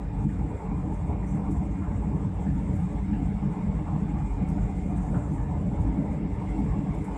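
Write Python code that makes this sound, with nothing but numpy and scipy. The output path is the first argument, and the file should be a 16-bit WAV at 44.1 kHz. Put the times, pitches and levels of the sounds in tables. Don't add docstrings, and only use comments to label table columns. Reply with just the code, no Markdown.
import sys
import numpy as np
from scipy import signal
from scipy.fft import rfft, irfft, next_fast_len
from scipy.io import wavfile
from scipy.ndimage import uniform_filter1d, minimum_filter1d, map_coordinates

SR = 44100
rng = np.random.default_rng(int(sys.argv[2]) if len(sys.argv) > 2 else 0)


def bounce(signal):
    frames = np.transpose(np.atleast_2d(signal))
    limited = np.clip(frames, -1, 1)
    pcm = np.round(limited * 32767).astype(np.int16)
    wavfile.write(sys.argv[1], SR, pcm)


def makeup_ratio(level_db):
    decades = np.asarray(level_db, float) / 20
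    return 10 ** decades


N = 316197


def unit(x):
    return x / np.sqrt(np.mean(x ** 2) + 1e-20)


def curves(rows):
    times, *columns = np.transpose(rows)
    return [np.interp(np.arange(N) / SR, times, column) for column in columns]


def wobble(rate):
    knots = rng.standard_normal(int(N * rate / SR) + 4)
    return map_coordinates(knots, [np.arange(N) * rate / SR])


def flutter(rate, db):
    return makeup_ratio(db * wobble(rate))


def swells(rows, half_s):
    times, *columns = np.transpose(rows)
    t = np.arange(0, N + 64, 64) / SR
    shape = np.exp(-0.5 * ((t[:, None] - times) / half_s) ** 2)
    return [np.interp(np.arange(N) / SR, t, shape @ db) for db in columns]


def filtered(x, response):
    m = next_fast_len(len(x) + 8192)
    return irfft(rfft(x, m) * response(np.fft.rfftfreq(m, 1 / SR)), m)[:len(x)]


def coloured(spectrum):
    hz, db = np.transpose(spectrum)
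    return lambda f: makeup_ratio(np.interp(np.log(f + 1), np.log(hz + 1), db))


def ring(hz, width):
    return lambda f: (f * width / np.abs(hz * hz - f * f + 1j * f * width)) ** 2


def rush(response, patchy_db, wide_hz, long_s):
    z = signal.stft(rng.standard_normal(N), nperseg=512)[2]
    field = rng.standard_normal(z.shape)
    for _ in range(2):
        field = uniform_filter1d(field, size=1 + round(wide_hz * 512 / SR), axis=0)
        field = uniform_filter1d(field, size=1 + round(long_s * SR / 256), axis=1)
    patchy = signal.istft(z * makeup_ratio(patchy_db * unit(field)), nperseg=512)[1][:N]
    return unit(filtered(patchy, response))


def evened(x, seconds):
    size = round(seconds * SR)
    power = uniform_filter1d(uniform_filter1d(x * x, size), size)
    return unit(x / np.sqrt(np.abs(power) + 0.13))


def bursts(rows, rise, grain_db=0):
    out = np.zeros(N + SR)
    t = np.arange(SR // 4) / SR
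    for s, db, response, t60 in rows:
        grain = np.interp(t, np.linspace(0, t[-1], num=60), rng.standard_normal(size=60))
        puff = unit(filtered(rng.standard_normal(len(t)), response)) * makeup_ratio(grain_db * grain)
        onset = 1 - np.exp(-t / rise)
        fade = 1 - t / t[-1]
        out[round(s * SR):][:len(t)] += makeup_ratio(db - 60 * t / t60) * fade * onset * puff
    return out[:N]


def frame():
    # (frequency [Hz], level [dB])
    boom = [(15, -41), (30, -14.5), (42, -7.5), (51, 1.5), (64, -5.5), (74, -6), (98, -9.5), (120, -11.5),
            (140, -19.5), (200, -69.5), (300, -120)]
    # (time [s], level [dB])
    surges = [(0.0, -8.5), (0.62, -11.5), (1.59, 5), (1.94, 4.5), (3.56, -9), (3.99, -6), (4.34, 5),
              (4.64, 7.5), (4.98, 3), (5.15, 2.5), (5.4, 5), (5.71, -3.5), (5.82, 6), (6.02, -7),
              (6.19, -12), (6.69, 6), (6.84, -7), (7.08, -7.5)]
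    surge_db, = swells(surges, half_s=0.029)
    noise = evened(rush(coloured(boom), 0.48, 0, 0.04), 0.09)
    return makeup_ratio(surge_db - 30) * flutter(rate=9.8, db=1.38) * noise


def wall():
    # (frequency [Hz], level [dB])
    panel_modes = [(70, -59), (105, -19.5), (125, -12.5), (138, -4.5), (148, 1), (168, -2), (186, 1),
                   (207, -2), (238, -17.5), (280, -48), (450, -120)]
    # (frequency [Hz], level [dB])
    trim_modes = [(140, -37.5), (240, -7), (269, 4), (292, 4), (316, 0.5), (368, -22), (480, -45.5),
                  (810, -120)]
    # (time [s], level on the panel [dB], level on the trim [dB])
    gusts = [(0.09, -9, -9), (0.59, -12, -10.5), (0.68, 1.5, -4), (1.0, -5.0, -9), (1.21, -3, -4),
             (2.37, -2.0, -7.5), (2.57, 0, 6.5), (2.7, 5, 3), (2.81, 2.5, -4.5), (3.0, -6.5, -3.5),
             (3.26, 2.0, 5), (3.35, 4, -7), (3.46, 8.5, 4.5), (3.68, 4.5, -5.5), (4.0, 5.5, 2.0),
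             (4.31, -4.5, -4), (4.54, 6.5, 3.5), (4.64, -1, -6), (5.22, -8, -3), (5.4, -9.5, 1.5),
             (5.87, 2, 6), (5.98, 3.5, 11.5), (6.26, 5.0, 6.5), (6.37, -4.5, -3.5), (6.62, 4, 6.5),
             (6.81, 3, 4.5), (7.0, -2.5, 2.0), (7.16, -8, 2)]
    # (time [s], level [dB])
    jolts = [(.265, 10), (.70, 4), (1.10, 4), (1.355, 7.5), (1.52, 6.5), (1.62, 3), (1.80, 0), (1.94, 0),
             (2.15, 3), (2.265, 7), (2.48, 7), (2.92, -1), (3.13, 7.5), (3.64, 0), (4.43, 7), (4.97, 4.5),
             (5.17, 9), (5.33, 9.5), (5.81, 2.5), (6.67, 1.5), (6.795, 2.5)]
    panel_db, trim_db = swells(gusts, half_s=0.036)
    jolt_db, = swells(jolts, half_s=0.015)
    panel_noise = evened(rush(coloured(panel_modes), 0.9, 0, 0.03), 0.065)
    trim_noise = evened(rush(coloured(trim_modes), 0.7, 0, 0.04), 0.064)
    panel = makeup_ratio(panel_db + jolt_db - 32) * flutter(rate=20, db=2.04) * panel_noise
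    trim = makeup_ratio(trim_db + 0.7 * jolt_db - 40) * flutter(rate=20, db=2.04) * trim_noise
    return panel + trim


def window():
    # (frequency [Hz], level [dB])
    pane_modes = [(220, -34.5), (374, -4.5), (393, 0.5), (409, -1), (476, -0.5), (517, -11.5), (591, -2.5),
                  (655, -13), (850, -42), (1440, -120)]
    # (frequency [Hz], level [dB])
    gap_modes = [(390, -35), (660, -10.5), (725, 0.5), (895, -2), (1140, -11.5), (1250, -19), (1620, -37),
                 (2750, -120)]
    # (time [s], level on the pane [dB], level in the gap [dB])
    eddies = [(0.09, -3.5, -5), (0.33, -3.5, -5), (0.59, 2.5, 1), (1.16, 1.5, 1.5), (1.51, -2, 3.0),
              (1.76, -3.5, -3.5), (2.29, -1.5, -3.5), (2.54, -5.5, -3.5), (2.68, 1.5, -2.5),
              (2.84, -4, 2.0), (3.08, -6.5, -3), (3.36, -5, -3.5), (3.89, -4.5, 3.5), (4.19, -6.5, 3),
              (5.01, -4.5, 1.5), (5.14, 4.0, 1.5), (5.63, 4.5, -1), (6.06, 5, 1.0), (6.19, 2.5, -4),
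              (6.72, 3, 2.5)]
    pane_db, gap_db = swells(eddies, half_s=0.052)
    pane_noise = evened(rush(coloured(pane_modes), 2.0, 0, 0.04), 0.091)
    gap_noise = evened(rush(coloured(gap_modes), 3.6, 0, 0.05), 0.12)
    pane = makeup_ratio(pane_db - 46) * flutter(rate=25, db=1.68) * pane_noise
    gap = makeup_ratio(gap_db - 46.5) * flutter(rate=25, db=1.68) * gap_noise
    return pane + gap


def vent():
    # (frequency [Hz], level [dB])
    hiss = [(3200, -50), (5400, -18), (6300, -7), (7050, -4), (7350, 1.5), (7900, 0), (8600, -4),
            (9300, -10.5), (10300, -16), (11100, -20.5), (12500, -30.5), (14200, -33)]
    # (time [s], level [dB])
    flow = [(0, -70), (.3, -69.5), (2, -68.5), (2.9, -66), (3.1, -70.5), (4.35, -68.5), (4.55, -67),
            (5.38, -64), (5.5, -69), (6.1, -69.5), (6.8, -68), (7.05, -69), (7.17, -64.5)]
    # (time [s], level [dB])
    puffs = [(.11, -7), (.24, 3.5), (.58, 3.5), (.7, -1.5), (.96, 4.5), (1.17, -4), (1.32, 6), (1.56, 3.5),
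             (1.89, -2), (2.28, -3.5), (2.38, -0.5), (3.24, 4), (3.48, -2), (3.55, 2), (4.3, 1.5),
             (4.44, -2.5), (5.05, 1.5), (5.8, 2.5), (6.25, -5), (6.52, 4.5), (6.71, 0.5)]
    vent_db = curves(flow)[0] + swells(puffs, half_s=0.035)[0]
    return makeup_ratio(vent_db) * flutter(rate=42, db=1.3) * rush(coloured(hiss), 2.2, 300, 0.016)


def cabin():
    # (frequency [Hz], level [dB])
    low_air = [(740, -31.5), (1250, -2.5), (1540, -3), (1720, -3.5), (1930, -5), (2510, -37.5),
               (4250, -120)]
    # (frequency [Hz], level [dB])
    high_air = [(1440, -29), (2440, 0.5), (2500, -4), (2540, -4.5), (2690, -3), (3110, -8.5), (3750, -10),
                (4120, -16.5), (5600, -14), (7280, -41), (12300, -120)]
    # (frequency [Hz], width [Hz], level [dB])
    cavity = [(2064, 140, 2.5), (2210, 88, 2.5), (2303, 250, -5.5)]
    # (time [s], cupping of the window gap [dB], facing the cabin [dB])
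    hand_turn = [(0, -7, -0.5), (.5, 1, -2.5), (.95, -4, -1.5), (1.2, 1, -3), (2.5, -2.5, 0),
                 (2.95, 1, 0.5), (3.2, -1, 0.5), (3.55, 3.5, 0.5), (3.9, -1.5, 0.5), (4.75, 2.5, 0),
                 (5.1, -4, -1.5), (5.75, -2.5, 0), (6.15, 4.5, -0.5), (6.5, 2, 3), (6.75, 2.5, 1),
                 (7.17, 2.5, 1.5)]
    cup_db, face_db = curves(hand_turn)
    cupped = lambda f: sum(makeup_ratio(db) * ring(hz, width)(f) for hz, width, db in cavity)
    low = makeup_ratio(-60.5 + 1.1 * wobble(4.2)) * rush(coloured(low_air), 2.2, 80, 0.035)
    high = makeup_ratio(-66 + face_db) * rush(coloured(high_air), 2.1, 90, 0.035)
    middle = makeup_ratio(-61.5 + cup_db + 0.92 * wobble(14)) * rush(cupped, 2.6, 90, 0.025)
    return low + high + middle


def pump():
    pump_hz = 1208.3
    # (order, level against the second [dB])
    orders = [(1, 3), (2, 0), (3, -14), (4, -23)]
    # (time [s], level [dB])
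    whine = [(0, -70.5), (1.4, -70.5), (2.4, -78.5), (3.1, -68.5), (3.6, -72), (4.3, -68.5), (4.9, -72),
             (5.4, -73), (5.75, -73), (6.15, -75.5), (6.4, -75), (7.17, -74)]
    phase = 2 * np.pi * pump_hz * np.arange(N) / SR + 0.22 * wobble(10)
    swell_db, = curves(whine)
    out = np.zeros(N)
    for order, db in orders:
        base_db = swell_db if order == 2 else swell_db.mean()
        level_db = db + base_db + 2.9 * wobble(11) + 0.37 * wobble(30)
        out += np.sqrt(2) * makeup_ratio(level_db) * np.sin(order * phase)
    return out


def knocks():
    # (time [s], level [dB], centre [Hz], width [Hz], t60 [s])
    hits = [(0.289, -56, 1770, 250, 0.22), (1.12, -55, 2200, 201, 0.28), (1.228, -55.5, 1890, 250, 0.31),
            (1.33, -58, 1930, 250, 0.26), (1.818, -46, 1150, 348, 0.48), (2.462, -55.5, 1720, 200, 0.5),
            (3.13, -52.5, 1650, 200, 0.26), (3.13, -56, 2650, 400, .3), (3.868, -43, 1090, 250, .3),
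            (4.58, -52.5, 1460, 250, .25), (4.969, -55, 1350, 500, 0.67), (5.14, -46.5, 1350, 480, 0.65),
            (5.38, -53.5, 1740, 150, 0.27), (6.47, -49.5, 2070, 200, 0.4), (7.06, -64, 1300, 400, 0.23),
            (7.05, -52, 2080, 200, 0.3)]
    return bursts([(s, db, ring(hz, width), t60) for s, db, hz, width, t60 in hits], rise=0.0019)


def brushes():
    # (time [s], level [dB], centre [Hz], width [Hz], t60 [s])
    strokes = [
        (1.26, -65, 6000, 600, .7),
        (.58, -86, 12000, 3000, .4),
        (4.05, -88, 12000, 3000, .5),
        (2.752, -76.5, 13700, 1210, .25),
        (4.85, -89, 11000, 2500, 1.5),
        (5.17, -89, 12000, 2500, 1.5),
        (5.3, -77, 4900, 1500, 0.22),
    ]
    rows = [(s, db, ring(hz, width), t60) for s, db, hz, width, t60 in strokes]
    return bursts(rows, rise=0.011, grain_db=0.5)


def rustles():
    # (time [s], level [dB], lower edge [Hz], t60 [s])
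    cloth = [
        (1.267, -82, 5500, .3),
        (1.507, -67.5, 5500, .14),
        (2.401, -74.5, 5500, .16),
        (2.756, -70.5, 5500, .16),
        (4.486, -68, 4200, .12),
        (6.492, -77, 5470, 0.17),
        (6.945, -74, 5500, 0.2),
        (6.978, -74, 5500, .2),
        (7.04, -66, 5500, 0.2),
    ]
    knots_hz = np.arange(0, SR / 2, 1200)

    def bright(edge, tint_db):
        def response(f):
            port = 1 + 3.5 / (1 + ((f - 7800) / 1100) ** 2)
            tint = makeup_ratio(np.interp(f, knots_hz, tint_db))
            low_edge = 1 + (edge / (f + 1)) ** 6
            high_edge = 1 + (f / 13000) ** 4
            return port * tint / low_edge / high_edge * (f < 14500)
        return response

    slips = []
    for s, db, edge, t60 in cloth:
        tint_db = 2.5 * rng.standard_normal(len(knots_hz))
        slips.append((s, db + 8.5, bright(edge, tint_db), t60))
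    tails = [(s, db - 12, colour, 1.1) for s, db, colour, _ in slips]
    return bursts(slips + tails, rise=0.002, grain_db=4.0)


def scene():
    # (frequency [Hz], width [Hz], lift [dB])
    standing = [(376.5, 12.6, -13), (231, 19, -1), (412, 61, 2.5), (452, 22, -4), (786, 19, -2),
                (921, 8.7, 5), (1130, 26, -1), (1346, 55, 2), (1514, 32, 3), (1540, 46, -3.5),
                (1740, 54, 2.5), (2290, 60, -6.5), (2520, 74, -2.5), (2700, 50, -0.5), (2690, 82, 3.5),
                (3230, 55, 0.5), (3464, 90, 4.5), (3560, 54, -7.5), (3570, 60, -1), (4300, 60, 2.5)]
    air = frame() + wall() + window() + vent() + cabin() + knocks() + brushes() + rustles()
    lift_db = lambda f: sum(db / (1 + (2 * (f - hz) / width) ** 2) for hz, width, db in standing)
    return (filtered(air, lambda f: makeup_ratio(lift_db(f))) + pump())[None]


def limited(x):
    ceiling, hold_s = 0.185, 0.012
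    size = round(hold_s * SR)
    gain = minimum_filter1d(np.minimum(1, ceiling / (np.abs(x) + 1e-9)), size=2 * size)
    return x * uniform_filter1d(uniform_filter1d(gain, size), size)


def roll_off(x):
    return signal.sosfilt(signal.butter(12, 14180, fs=SR, output="sos"), x)


def record(dry):
    # (frequency [Hz], level [dB])
    self_noise = [(6000, -43), (9500, -4.5), (11000, 0), (14200, -2)]
    cut = filtered(dry[0], lambda f: 1 / (1 + (37 / (f + 1)) ** 5))
    hiss = makeup_ratio(-88.0) * unit(filtered(rng.standard_normal(N), coloured(self_noise)))
    mix = limited(cut + hiss)[None]
    return roll_off(mix)


dry = scene()
out = record(dry)
bounce(out)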